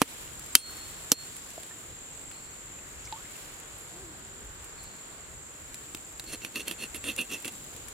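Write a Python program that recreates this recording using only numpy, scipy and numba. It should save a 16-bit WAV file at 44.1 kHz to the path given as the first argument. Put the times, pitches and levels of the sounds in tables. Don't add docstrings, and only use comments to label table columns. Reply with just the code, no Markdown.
import sys
import numpy as np
from scipy import signal
from scipy.fft import rfft, irfft
from scipy.io import wavfile
from scipy.ndimage import uniform_filter1d
from numba import njit

SR = 44100
rng = np.random.default_rng(int(sys.argv[2]) if len(sys.argv) > 2 else 0)


def magnitude_from_level(level_db):
    exponent = np.asarray(level_db, float) / 20
    return 10 ** exponent


def unload_wav(signal):
    wavfile.write(
        sys.argv[1],
        SR,
        np.round(np.clip(np.atleast_2d(signal).T, -1, 1) * 32767).astype(np.int16),
    )


N = 349697
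TIME = np.arange(N) / SR
HZ = np.maximum(np.arange(N // 2 + 1) * SR / N, 1)
RISE_S = .0001


def unit(x):
    return x / np.sqrt(np.mean(x ** 2))


def on_log(table):
    hz, value = np.transpose(table)
    return np.interp(np.log(HZ), np.log(hz), value)


def noise(like):
    mid, side = rfft(rng.standard_normal((2, N)))
    like = np.clip(like, 0, 1)
    return np.sqrt(1 + like) * mid + np.sqrt(1 - like) * side * np.array([[1], [-1]])


def hiss(table, like):
    return unit(irfft(noise(like) * magnitude_from_level(on_log(table)), N))


def walk(rate):
    hold = int(SR / rate)
    steps = np.repeat(rng.standard_normal(N // hold + 1), hold)
    return unit(uniform_filter1d(uniform_filter1d(steps, hold), hold)[:N])


def ring(x, hz, t60):
    pole = np.exp(2j * np.pi * hz / SR - np.log(1000) / (t60 * SR))
    return signal.lfilter([0, pole.imag], [1, -2 * pole.real, abs(pole) ** 2], x)


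def body(x, modes):
    out = 0
    for k, (hz, width, db) in enumerate(modes):
        out = out + magnitude_from_level(db) * (-1) ** k * signal.lfilter(*signal.iirpeak(hz, hz / width, SR), x)
    return out


def burst(s, t60, rise):
    part = slice(max(int((s - 6 * rise) * SR), 0), int((s + 2 * t60) * SR))
    t = TIME[part] - s
    return part, np.where(t < 0, np.exp(np.minimum(t, 0) / rise), magnitude_from_level(-60 * t / t60))


def pan(db):
    return magnitude_from_level(np.array([db, -db]) / 2).reshape(2, -1)


def left_late(x, samples):
    return irfft(rfft(x) * np.exp(-2j * np.pi * HZ / SR * np.array([[samples], [0]])), N)


def stream(db, splash_db):
    # (frequency [Hz], level [dB])
    water_colour = [(13, -37), (22, -10), (54, -3), (153, -6.5), (194, -11), (312, -8), (512, -11.5),
                    (619, -14), (823, -14.5), (1490, -12.5), (3490, -18), (4310, -20), (5340, -24),
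                    (6300, -24.5), (8190, -68.5), (13900, -120)]
    # (frequency [Hz], correlation [0-1])
    likeness = [(60, 0.86), (300, 0.56), (700, 0.53), (1500, 0.15), (3000, 0.23)]
    swell, gust = walk(0.83), walk(18)
    white = noise(on_log(likeness)) * magnitude_from_level(on_log(water_colour))
    out = 0
    for hz in 25 * 2 ** np.arange(0, 8.6, .5):
        share = np.clip(1 - np.abs(2 * np.log2(HZ / hz)), 0, 1)
        gust_db = np.interp(np.log(hz), np.log([50, 200]), [3.5, 0])
        splashing = np.interp(np.log(hz), np.log([1500, 3500]), [0, 1])
        tilt_db = (splash_db - splash_db.mean()) * splashing
        level_db = 0.7 * swell + walk(6) + gust_db * gust + tilt_db
        out = out + irfft(white * share, N) * magnitude_from_level(level_db)
    return left_late(unit(out) * magnitude_from_level(db + 8.5) * pan(0.096), 5.94)


def insects(db):
    # (frequency [Hz], level [dB])
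    trill = [(3710, -47), (6300, -48.5), (6580, -6), (7310, 3), (7680, 2), (8000, -13.5), (8280, -4),
             (8340, -36), (8500, -29.5), (11000, -46), (18700, -120)]
    out = 0
    for hz in np.arange(6560, 8400, 150):
        share = np.exp(-((HZ - hz) / 110) ** 4) * magnitude_from_level(on_log(trill))
        rate_hz = 45 * rng.integers(1, 4) * (1 + 0.031 * walk(2))
        phase = 2 * np.pi * np.cumsum(rate_hz) / SR + 2 * np.pi * rng.random()
        throb = 1 + .5 * np.sin(phase)
        out = out + irfft(noise(0) * share, N) * throb * magnitude_from_level(1.9 * walk(5.4))
    return unit(out) * magnitude_from_level(db + 3.5)


def leaves(db):
    # (frequency [Hz], level [dB])
    leaf_colour = [(5000, -8.5), (8500, -2.5), (8620, -3), (9550, -2.5), (13100, -7.5), (15100, -7),
                   (16200, -23.5)]
    flutter_db = 1.13 * walk(300) + 0.84 * walk(25)
    return hiss([(4000, -5.5)] + leaf_colour, 0) * magnitude_from_level(db + 6.5 + flutter_db)


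def chops():
    # (time [s], crack [dB], crack t60 [s], thud [dB], blade ring [dB])
    contacts = [
        (.0162, -36.5, 0.036, -46.5, -76),
        (.0173, -9.5, 0.033, -6.5, -63),
        (.5523, 4, 0.016, -38, -7.5),
        (.5542, -9, 0.01, -18.5, -31),
        (1.1175, -23, 0.012, -50, -49),
        (1.1187, -10, 0.041, -11.5, -23.5),
    ]
    # (frequency [Hz], level [dB])
    crack_colours = [
        [(240, -41.5), (400, 2.5), (730, -6.5), (3210, -1.5), (3690, -9.5), (9180, -8.5), (10100, -3.5),
         (14600, -18), (16000, -32)],
        [(240, -21), (400, -32), (1650, -8), (3120, -5.5), (7870, -6.5), (9760, -8), (10500, -5), (13300, -6),
         (16000, -42)],
        [(240, -21), (400, 0), (1580, -11.5), (2550, -7), (5960, -1), (10500, -1), (12700, 1.5), (15300, -8),
         (16000, -33)],
    ]
    # (time [s], frequency [Hz], level [dB], t60 [s])
    snaps = [
        (.0177, 1250, 1.5, .004),
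        (1.1184, 6000, 3.5, .004),
    ]
    # (frequency [Hz], level [dB], t60 [s])
    blade_modes = [(2690, -19, 0.095), (3120, -2.5, 0.0395), (3230, -36, 0.38), (5730, -3, 0.0182),
                   (9050, -29, .04), (9700, 3, 0.027), (11460, -4, 0.025)]
    contact_pan_db = (0, -5)
    out, kick, push = np.zeros((3, 2, N))
    cracks = [hiss(colour, 0.88) for colour in crack_colours]
    scatter = hiss([(1000, -22), (4000, -13), (9500, -10), (16000, -21)], .4)
    for k, (s, crack_db, t60, thud_db, ring_db) in enumerate(contacts):
        side = pan(contact_pan_db[k % 2])
        part, env = burst(s, t60, RISE_S)
        out[:, part] += magnitude_from_level(crack_db) * env * cracks[k // 2][:, part] * side
        part, env = burst(s, .12, RISE_S)
        out[:, part] += magnitude_from_level(crack_db - 27) * env * scatter[:, part]
        kick[:, int(s * SR)] = magnitude_from_level(ring_db) * side[:, 0]
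        part, env = burst(s + 0.00034, 0.0007, 0.0001)
        push[:, part] -= magnitude_from_level(thud_db) * env / env.sum()
    for s, hz, db, t60 in snaps:
        hit = np.arange(N) == int(s * SR)
        out += ring(-magnitude_from_level(db) * hit, hz, t60) * pan(-2.6)
    thud = ring(push, 284, 0.032) + magnitude_from_level(-14.5) * ring(push, 454.4, 0.057)
    blade = sum(magnitude_from_level(db) * ring(kick, hz, t60) for hz, db, t60 in blade_modes)
    return out + thud + blade


def drips():
    # (time [s], level [dB], pitch [Hz], t60 [s], rise of pitch [1/s])
    bubbles = [(0.277, -40.5, 2900, 0.0174, 2), (.695, -37.5, 1500, 0.0073, 1),
               (1.579, -32.5, 653, 0.03, 2.2), (1.71, -42, 1770, 0.0475, 3), (2.789, -41, 2550, 0.022, 2),
               (3.075, -39.5, 2220, 0.021, 2), (3.125, -33.5, 870, 0.11, 1.4), (3.16, -49, 1010, 0.55, 8),
               (3.255, -40, 2070, .02, 3), (3.355, -41, 2660, 0.023, 2), (7.71, -48, 1240, 0.045, 1.6)]
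    out = np.zeros(N)
    for s, db, hz, t60, glide in bubbles:
        part, env = burst(s, t60, 0.000122)
        t = TIME[part] - s
        tone = np.sin(2 * np.pi * hz * (t + glide * t * t / 2))
        out[part] += magnitude_from_level(db + 1.7 * walk(60)[part]) * env * tone
    return out * pan(-1.8)


def ticks():
    # (time [s], treble [dB], knock [dB], knock pitch [Hz], bass [dB])
    taps = [
        (1.3662, -32, -40, 2400, -63),
        (1.6328, -36, -39, 3640, -57),
        (2.3138, -41, -36, 2930, -64),
        (3.125, -44, -31, 3970, -47),
        (5.744, -31, -36.5, 5690, -58),
        (5.9478, -26, -27.5, 3200, -36.5),
        (6.1968, -29, -27, 3860, -58),
    ]
    # (time [s], treble [dB], knock [dB], bass [dB])
    catches = [(5.9713, -39, -41, -60), (6.2397, -39, -41, -45), (6.4481, -26, -23, -37.5),
               (6.419, -49, -34.5, -55), (6.5573, -33, -25, -45), (6.596, -36, -33, -40),
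               (6.681, -21.5, -24, -45), (6.7119, -27, -24, -34.5), (6.946, -30, -29.5, -35.5),
               (7.0409, -35, -28.5, -43), (7.1632, -26.5, -36, -53), (7.18, -32, -32, -52),
               (7.189, -36, -26, -50), (7.213, -23.5, -47.5, -34.5), (7.447, -31, -28, -46),
               (7.4547, -30, -36.5, -37), (7.479, -27, -28, -43)]
    # (time [s], level [dB], knock pitch [Hz], left minus right [dB])
    crackles = [(0.395, -34.5, 5620, 4), (0.4612, -37.5, 4710, 8), (1.504, -39, 2690, 11.5),
                (3.6, -39.5, 2690, -11), (4.6444, -38, 2190, -8.5), (4.8313, -40, 2450, 1.5),
                (4.8383, -37.5, 4240, 1.5), (4.9656, -45, 4640, -4), (6.125, -41, 2200, -6.5),
                (7.4024, -40, 2420, 0), (7.424, -35, 2760, 7), (7.522, -38, 2140, 0),
                (7.642, -39, 2040, 9.5), (7.7641, -36.5, 3470, 15), (7.884, -33.5, 2000, 10)]
    knife_pan_db, catch_hz = -4, 2700
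    spit = hiss([(3000, -40), (6000, 0.5), (10000, 5.5), (16000, -6.5)], 0.56)
    knock = hiss([(700, -7.5), (2500, -1.5), (4500, -3), (8000, -28)], 0.69)
    rows = [(*tap, knife_pan_db) for tap in taps]
    rows += [(s, treble, mid, catch_hz, bass, knife_pan_db) for s, treble, mid, bass in catches]
    rows += [(s, db, db - 10, hz, db - 21, side_db) for s, db, hz, side_db in crackles]
    out, push = np.zeros((2, 2, N))
    for s, treble_db, knock_db, hz, bass_db, pan_db in rows:
        part, env = burst(s, 0.019, RISE_S)
        pitched = unit(knock[:, part] + 1.8 * body(knock[:, part], [(hz, 600, 0)]))
        snap = magnitude_from_level(treble_db - 3) * spit[:, part] + magnitude_from_level(knock_db - 4) * pitched
        out[:, part] += env * pan(pan_db) * snap
        push[:, int(s * SR)] = magnitude_from_level(bass_db + 4)
    return out + ring(push, 325, 0.026)


def singing():
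    # (time [s], level [dB], t60 [s], stilled by the grip at [s], muffled at first [0-1])
    long_notes = [
        (.5525, -37, 1.207, 1.024, .8),
        (1.119, -32.5, 0.55, 1.23, .05),
    ]
    # (time [s], level [dB], length [s], frequency [Hz], width [Hz])
    touches = [
        (.588, -32, 0.051, 9000, 200),
        (2.326, -58.5, 0.69, 4290, 150),
        (3.055, -45.5, 0.037, 5800, 1000),
        (7.52, -56, .9, 140, 60),
        (3.4, -57.5, 0.41, 11000, 900),
        (3.783, -53, 0.366, 11070, 900),
        (4.788, -57, 0.76, 4290, 200),
    ]
    note_hz, sag_hz, settle_s = 4290, 90, .022
    beat_hz, beat_depth = 6.1, 0.33
    out = np.zeros(N)
    for s, db, t60, stilled, muffled in long_notes:
        part, env = burst(s, t60, RISE_S)
        t = np.maximum(TIME[part] - s, 0)
        loaded = np.exp(-t / settle_s)
        grip = (1 - muffled * loaded) / (1 + np.exp((TIME[part] - stilled) / 0.038))
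        hz = note_hz - sag_hz * loaded + 4 * walk(12)[part]
        swing = 1 - beat_depth * np.cos(2 * np.pi * beat_hz * (t - .03))
        tone = np.sin(2 * np.pi * np.cumsum(hz) / SR)
        out[part] += magnitude_from_level(db + 0.52 * walk(27.4)[part]) * env * grip * swing * tone
    for s, db, length, hz, width in touches:
        part, env = burst(s, 2 * length, 0.0063)
        rub = rng.standard_normal(len(env))
        out[part] += magnitude_from_level(db) * env * unit(body(rub, [(hz, width, 0)]))
    return out * pan(-2.17)


def fly():
    # (time [s], wing beat [Hz], level [dB])
    flight = [
        (3.85, 329.4, -65),
        (3.95, 339.5, -49),
        (4.01, 387, -52),
        (4.1, 338, -53),
        (4.16, 320, -59),
        (4.27, 373, -60),
        (4.4, 400, -57.5),
        (4.5, 400, -73),
    ]
    s, hz, db = np.transpose(flight)
    wing_hz = np.interp(TIME, s, hz) * (1 + .06 * walk(50))
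    phase = 2 * np.pi * np.cumsum(wing_hz) / SR
    level_db = np.interp(TIME, s, db, -150, -150) + 3.3 * walk(21.97)
    return magnitude_from_level(level_db) * (np.sin(phase) + 0.19 * np.sin(2 * phase))


def pressure():
    # (time of greatest pressure [s], blade level there [dB], build-up [s], let-off [s],
    # rasp [dB]: skin scrapes more than it rings)
    strokes = [(6.342, -45, 0.079, 0.021, 4.5), (6.452, -45.5, 0.041, 0.039, -1.5),
               (6.572, -35.5, 0.034, .03, -2.5), (6.606, -36, 0.022, 0.023, -2),
               (6.683, -37, 0.0289, 0.04, -1.5), (6.714, -42, .015, 0.04, 2), (6.83, -39, 0.0466, 0.043, 0),
               (6.95, -39.5, 0.0081, 0.036, 1.5), (7.058, -36.5, .028, .02, -2),
               (7.088, -32, .05, 0.048, 0.5), (7.195, -31, 0.023, 0.05, -1),
               (7.33, -34.5, 0.0368, 0.062, -1), (7.451, -42, .01, 0.0313, 2.5),
               (7.481, -45, 0.0147, 0.018, 3.5)]
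    edge_db, curve = 24.5, 1.68
    out, rasp = np.full(N, -200.), np.zeros(N)
    for s, db, build, release, rasp_db in strokes:
        t = TIME - s
        stroke = db - edge_db * np.abs(t / np.where(t < 0, build, release)) ** curve
        rasp[stroke > out] = rasp_db
        out = np.maximum(out, stroke)
    return out, uniform_filter1d(rasp, size=300)


def sawing():
    # (frequency [Hz], width [Hz], level [dB])
    held_blade = [(1190, 480, -15), (2000, 860, -15.5), (2712, 195, 7), (3285, 770, -6)]
    # (frequency [Hz], width [Hz], level [dB])
    high_notes = [(6080, 910, -8.5), (8880, 220, -2), (9695, 140, 1.5), (11300, 220, -7), (12250, 320, -8)]
    # (frequency [Hz], width [Hz], level [dB])
    carcass_modes = [(212, 77, -3), (303, 54, 0.5), (484, 155, -8.5)]
    blade_db, rasp_db = pressure()
    touching = np.clip((blade_db + 77) / 15, 0, 1)
    firm_db = -40

    def saturating(db, share):
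        return touching * magnitude_from_level(firm_db + rasp_db + db + share * (blade_db - firm_db))

    carcass = saturating(-5.5, 0.6)
    bright = saturating(-3.5, 0.66)
    upper = saturating(-12.5, 0.62) * magnitude_from_level(-18 * (TIME - 6.98))

    grit = hiss([(100, 0), (16000, 0)], 0.91) * magnitude_from_level(1.86 * walk(250) + 1.14 * walk(90))
    slips = rng.random(N) < 350 / SR
    grit = grit + slips * rng.standard_normal(N) * magnitude_from_level(15)

    shake = 0
    for hz, width, db in held_blade:
        mode = body(body(grit, [(hz, width, 0)]), [(hz, 2 * width, 0)])
        shake = shake + magnitude_from_level(db + 2 * walk(40)) * mode
    notes = sum(body(grit, [mode]) * magnitude_from_level(4.9 * walk(25)) for mode in high_notes)
    air_colour = [(1000, -8.5), (2500, 2.5), (7000, -8.5), (10000, -0.5), (13000, -11), (16000, -20)]
    air = irfft(rfft(grit) * magnitude_from_level(on_log(air_colour)), N)
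    upper_note = unit(body(grit, [(4290, 65, 0)]))

    steel = magnitude_from_level(blade_db) * unit(shake)
    steel = steel + upper * magnitude_from_level(-4 + 3.5 * walk(30)) * upper_note
    steel = steel + bright * (unit(air) + magnitude_from_level(-2.5) * unit(notes))
    flesh = carcass * magnitude_from_level(0.3) * unit(body(grit, carcass_modes))
    return steel * pan(-3.1) + flesh * pan(0.6)


def scene():
    # (time [s], level [dB])
    stirring = [(0, 9), (.37, 1.5), (.6, 6), (1.5, 3), (1.9, -0.5), (2.45, -1), (2.78, -2.5), (3.05, -0.5),
                (3.42, 4), (3.6, -0.5), (4.04, -1.5), (4.45, -3.5), (4.68, -2), (5.37, -3), (5.72, -0.5),
                (6.14, -1.5), (7.3, 2), (7.93, 3)]
    stir = np.interp(TIME, *np.transpose(stirring))
    near = chops() + singing() + sawing() + ticks() + drips() + fly()
    low_cut = signal.butter(2, 110, "high", fs=SR, output="sos")
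    near = signal.sosfilt(low_cut, left_late(near, 0.66))
    return near + insects(-50.5 + 0.13 * stir) + stream(-57.5, 0.59 * stir) + leaves(-60 + stir)


@njit
def follow(x, attack, release):
    e, out = 0., np.empty(len(x))
    for i in range(len(x)):
        e += (x[i] - e) * (attack if x[i] > e else release)
        out[i] = e
    return out


def low_pass(x):
    return signal.sosfilt(signal.butter(12, 16460, fs=SR, output="sos"), x)


def record(dry):
    dry = signal.sosfilt(signal.ellip(10, .2, 50, 15950, fs=SR, output="sos"), dry)
    env = follow(np.abs(dry).max(axis=0), 1 / (.006 * SR), 1 / (.045 * SR))
    gain = (1 + (env / magnitude_from_level(-27)) ** 4) ** -.2
    gain = np.maximum(gain, magnitude_from_level(-6.5))
    mix = np.clip(dry * uniform_filter1d(gain, 90), -1, 1)
    return low_pass(mix)


dry = scene()
out = record(dry)
unload_wav(out)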